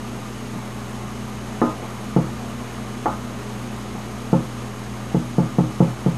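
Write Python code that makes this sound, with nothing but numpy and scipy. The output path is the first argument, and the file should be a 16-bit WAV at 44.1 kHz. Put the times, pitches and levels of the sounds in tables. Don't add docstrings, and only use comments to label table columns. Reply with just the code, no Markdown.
import sys
import numpy as np
from scipy import signal
from scipy.fft import rfft, irfft, next_fast_len
from scipy.io import wavfile
from scipy.ndimage import uniform_filter1d

SR = 44100
rng = np.random.default_rng(int(sys.argv[2]) if len(sys.argv) > 2 else 0)


def store_pcm(level_fs):
    pcm = np.round(np.clip(level_fs, -1, 1) * 32767).astype(np.int16)
    wavfile.write(sys.argv[1], SR, np.atleast_2d(pcm).T)


def to_linear_factor(level_db):
    exponent = np.asarray(level_db, float) / 20
    return 10 ** exponent


N = 272097

# [f/Hz, density/dB per Hz]
HISS_SPECTRUM = [(1000, 3.5), (3000, 1.5), (5000, -1.5), (8000, -3.5), (8600, -2.5), (9500, -5.5),
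                 (13000, -7.5)]
# [f/Hz, rms level/dB]
WHINES = [(3321, -67), (3900, -65), (3919.6, -69), (4190, -72), (5243, -69), (5512, -68), (5859, -68),
          (6431.3, -56), (6823.2, -61), (7350, -71), (8059, -74), (8403, -71), (9760, -74), (9986, -73),
          (10331, -77), (10514, -77), (11539, -78), (12066, -73), (12290, -75)]
BAND_TOP_HZ = (12700, 12530)
# [f/Hz, rms level/dB, flutter width/Hz, steady
TONAL_LINES = [(60, -45.5, 6.4, 0.89), (67, -50.5, 29, 0), (119.7, -36, 3.1, 0.99),
               (208.5, -37.5, 24, 0.87), (241.5, -40, 18, 0.43), (359.6, -53.5, 5, 0.07),
               (413.4, -50.5, 7.6, 0.28), (750, -55, 27, 0.1), (1073, -54.5, 20, 0.3),
               (1180, -58, 25, 0.86), (1213, -52.5, 16.5, 0.23), (2960, -59, 71, 0.01)]
# [f/Hz, density/dB per Hz]
FAN_SPECTRUM = [(20, -14), (45, -5.5), (100, -6), (135, 2.5), (300, 2), (500, -2.5), (1250, -5),
                (1550, -11), (2200, -12.5), (3300, -20), (4500, -27)]
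# [f/Hz, t60/s]
KITCHEN_T60 = [(150, 0.48), (600, 0.22), (1500, 0.18), (4000, 0.24)]
# [f/Hz, level/dB]
ECHO_COLOUR = [(60, -30), (200, -13), (500, -3), (900, -2), (1300, -2), (2500, -8)]
# [delay/s, level/dB]
EARLY_RETURNS = [(.00455, -6.8), (.02073, -15)]
# [f/Hz, density/dB per Hz]
POWDER_SPECTRUM = [(300, -9), (480, -9), (800, -4), (1250, -8), (1500, -14), (2200, -29), (3500, -45)]
# [f/Hz, level/dB, t60/s, first swing/+-1]
TABLE_TOP = [(89.5, -24.4, 0.205, 1), (125.7, -6.3, 0.6, -1), (126.4, -1.1, 0.288, 1),
             (166.3, -7.0, 0.241, 1), (170.4, 2.3, 0.056, -1), (194.7, -33.9, 0.6, 1)]
# [f/Hz, level/dB, t60/s, first swing/+-1]
TABLE_EDGE = [(284.9, -8.6, 0.059, -1), (311.8, -12.0, 0.29, -1), (324.0, -7.2, 0.095, -1),
              (336.6, 3.1, 0.015, 1), (372.6, -41.7, 0.6, 1), (406.0, -7.4, 0.029, -1),
              (435.6, -20.7, 0.082, -1), (480.0, -31.7, 0.246, -1), (517.5, -29.2, 0.336, -1),
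              (540.1, -23.8, 0.31, 1)]
# [f/Hz, level/dB, t60/s, first swing/+-1]
CAN_WALL = [(239.5, -14.7, .3, -1), (307.5, -10.1, .27, 1)]
# [f/Hz, level/dB, t60/s, first swing/+-1]
CAN_BASE = [(643.5, -25, .12, -1), (698.7, -27, .12, -1), (737.3, -9.1, .027, 1), (805, -32, .2, 1),
            (846.9, -17.6, .087, -1), (880.9, -16.5, .06, 1), (959.2, -28, .2, 1), (1166, -15.8, .015, -1),
            (1200, -30, .12, 1), (1305, -26, .08, 1), (1415, -29, .15, -1), (535, -30, .2, 1)]
# [f/Hz, level/dB, t60/s, first swing/+-1]
LID = [(1054, -21.1, 0.1, -1), (1063, -17, .056, 1), (1180, -16.5, 0.035, -1), (1737, -19, 0.022, 1),
       (2020, -24, 0.027, -1), (2200, -28.5, 0.025, 1)]
# [f/Hz, level/dB, t60/s, first swing/+-1]
LID_RIM = [(1022, -29, .9, 1), (1204, -30, .9, 1), (1238, -27, .9, -1), (1366, -34, .5, -1)]
# [t/s, blow level/dB, table top level/dB, can base level/dB]
TOUCHES = [
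    (.532, -19.5, -3, -1),
    (.56, -21, -2, -4),
    (1.827, -19.5, -15, 4),
    (3.50, -29, -14, 8),
    (3.951, -23, 0, 5.5),
]
# [t/s, blow level/dB, table top level/dB, can level/dB]
THUMPS = [
    (2.1634, -0.4, 0.5, -5),
    (4.3296, -0.6, 1, -3.5),
    (5.1461, -3.5, 1.5, -6),
    (5.383, -3, 3.5, -4.5),
    (5.5849, -2, 3, -3),
    (5.804, -0.5, 3.5, -4.5),
    (6.062, -4.5, 3.5, -7.5),
]
# [t/s, blow level/dB, can wall level/dB, can base level/dB, lid level/dB]
KNOCKS = [
    (1.616, 2.5, -2, -5, -5),
    (3.0576, -6, -7, 7.5, 1.5),
]

OFFSET = -.0064
FAN_DB, FAN_SWELL_DB, FAN_SWELL_S, FAN_SWELL_WIDTH_S = -36, 0.75, 2.5, 1.1
WALL_UNDER_BASE_DB, HELD_LID_DB = 1, -27
TOUCH_WALL_DB, TOUCH_LID_DB = -4, -10
STILL_TABLE_DB = -16.5
RIM_DB = 6.5
POWDER_DB, POWDER_FOLLOWS = -30.5, 0.66
POWDER_LID_DB = -31.5


def unit(x):
    return x / np.sqrt(np.mean(x ** 2) + 1e-20)


def along(points, hz):
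    f, v = np.transpose(points)
    return np.interp(np.log(hz + 1), np.log(f + 1), v)


def filtered(x, response):
    m = next_fast_len(len(x) + 8192)
    return irfft(rfft(x, m) * response(np.fft.rfftfreq(m, 1 / SR)), m)[:len(x)]


def rush(spectrum, patchy_db):
    z = signal.stft(rng.standard_normal(N + 512), nperseg=512)[2]
    field = rng.standard_normal(z.shape)
    field = uniform_filter1d(uniform_filter1d(field, 5, 0), 10, 1)
    x = signal.istft(z * to_linear_factor(patchy_db * unit(field)), nperseg=512)[1][:N]
    points = [(5, -48)] + spectrum + [(16000, -63)]
    return unit(filtered(x, lambda hz: to_linear_factor(along(points, hz))))


def camera():
    t = np.arange(N) / SR
    flicker = rng.standard_normal(N)
    flicker = unit(uniform_filter1d(uniform_filter1d(flicker, size=170), size=170))
    out = to_linear_factor(-45 + 0.86 * flicker) * rush(HISS_SPECTRUM, patchy_db=.5)
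    for hz, db in WHINES:
        wander_rad = .004 * np.cumsum(rng.standard_normal(N))
        out += to_linear_factor(db) * np.sqrt(2) * np.sin(2 * np.pi * hz * t + wander_rad)
    return out


def refrigerator():
    t = np.arange(N) / SR
    swell_db = FAN_SWELL_DB * np.exp(-((t - FAN_SWELL_S) / FAN_SWELL_WIDTH_S) ** 2)
    out = to_linear_factor(FAN_DB + swell_db) * rush(FAN_SPECTRUM, patchy_db=0.84)
    for hz, db, width_hz, steady in TONAL_LINES:
        noise = rng.standard_normal(N)
        flutter = unit(filtered(noise, lambda f: 1 / (1 + (2 * (f - hz) / width_hz) ** 4)))
        tone = np.sqrt(2) * np.sin(2 * np.pi * (hz * t + rng.random()))
        out += to_linear_factor(db) * (np.sqrt(steady) * tone + np.sqrt(1 - steady) * flutter)
    return out


def echo(x):
    hz, t, z = signal.stft(rng.standard_normal(len(x)), SR, nperseg=512)
    t60_s = np.maximum(along(KITCHEN_T60, hz), .05)[:, None]
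    tail = signal.istft(z * to_linear_factor(-60 * t / t60_s), SR, nperseg=512)[1]
    tail = np.pad(tail / np.linalg.norm(tail), (round(.012 * SR), 0))
    out = signal.fftconvolve(x, tail)[:len(x)]
    out = filtered(out, lambda f: to_linear_factor(along(ECHO_COLOUR, f) - 7.5))
    for delay_s, db in EARLY_RETURNS:
        out += to_linear_factor(db) * np.pad(x, (round(delay_s * SR), 0))[:len(x)]
    return out


def powder(t, t60_s):
    rattle = unit(filtered(rng.standard_normal(len(t)), lambda f: to_linear_factor(along(POWDER_SPECTRUM, f))))
    return rattle * to_linear_factor(-60 * t / t60_s) * (1 - np.exp(-t / 0.0067))


def ring(modes, t, scatter_db):
    out = np.zeros(len(t))
    for hz, db, t60_s, swing in modes:
        new_db = db + scatter_db * rng.standard_normal()
        out += np.sign(swing) * to_linear_factor(new_db - 60 * t / t60_s) * np.sin(2 * np.pi * hz * t)
    return out


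def contacts():
    thumps = [(s, blow, top, can - WALL_UNDER_BASE_DB, can, HELD_LID_DB) for s, blow, top, can in THUMPS]
    knocks = [(s, blow, STILL_TABLE_DB, wall, base, lid) for s, blow, wall, base, lid in KNOCKS]
    touches = [(s, blow, top, TOUCH_WALL_DB, base, TOUCH_LID_DB) for s, blow, top, base in TOUCHES]
    return sorted(thumps + knocks) + touches


def taps():
    out, t = np.zeros(N + SR), np.arange(SR // 3) / SR
    half = 60
    contact = np.exp(-((np.arange(-half, half + 1) / SR) / .00008) ** 2 / 2)
    contact /= contact.sum()
    grip = np.exp(-(t / 0.14) ** 4)
    for s, blow_db, top_db, wall_db, base_db, lid_db in contacts():
        table = to_linear_factor(top_db) * ring(TABLE_TOP, t, scatter_db=.2)
        table += ring(TABLE_EDGE, t, scatter_db=.4)
        can = grip * to_linear_factor(wall_db) * ring(CAN_WALL, t, scatter_db=.3)
        can += to_linear_factor(base_db) * ring(CAN_BASE, t, scatter_db=.8)
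        rim = grip * to_linear_factor(wall_db + RIM_DB) * ring(LID_RIM, t, scatter_db=.8)
        lid = to_linear_factor(lid_db) * (ring(LID, t, scatter_db=.8) + rim)
        grains_gain = to_linear_factor(POWDER_FOLLOWS * base_db + POWDER_DB) + to_linear_factor(lid_db + POWDER_LID_DB)
        grains = grains_gain * powder(t, t60_s=0.72)
        tap = to_linear_factor(blow_db) * (grip * (table + grains) + can + lid)
        tap = np.convolve(np.pad(tap, (half, 0)), contact, "same")
        start = round(s * SR) - half
        out[start:start + len(tap)] += tap + echo(tap)
    return filtered(out[:N], lambda f: (1j * f / (40 + 1j * f)) ** 2)


def scene():
    return (refrigerator() + taps())[None]


def roll_off(x):
    return signal.sosfilt(signal.butter(12, 13360, fs=SR, output="sos"), x)


def record(dry):
    noisy = dry[0] + camera()
    wide, narrow = [filtered(noisy, lambda f: f < top_hz) for top_hz in BAND_TOP_HZ]
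    late = np.interp(np.arange(N) / SR, (2.6, 3), (0, 1))
    mix = (1 - late) * wide + late * narrow + OFFSET
    return roll_off(mix[None])


dry = scene()
out = record(dry)
store_pcm(out)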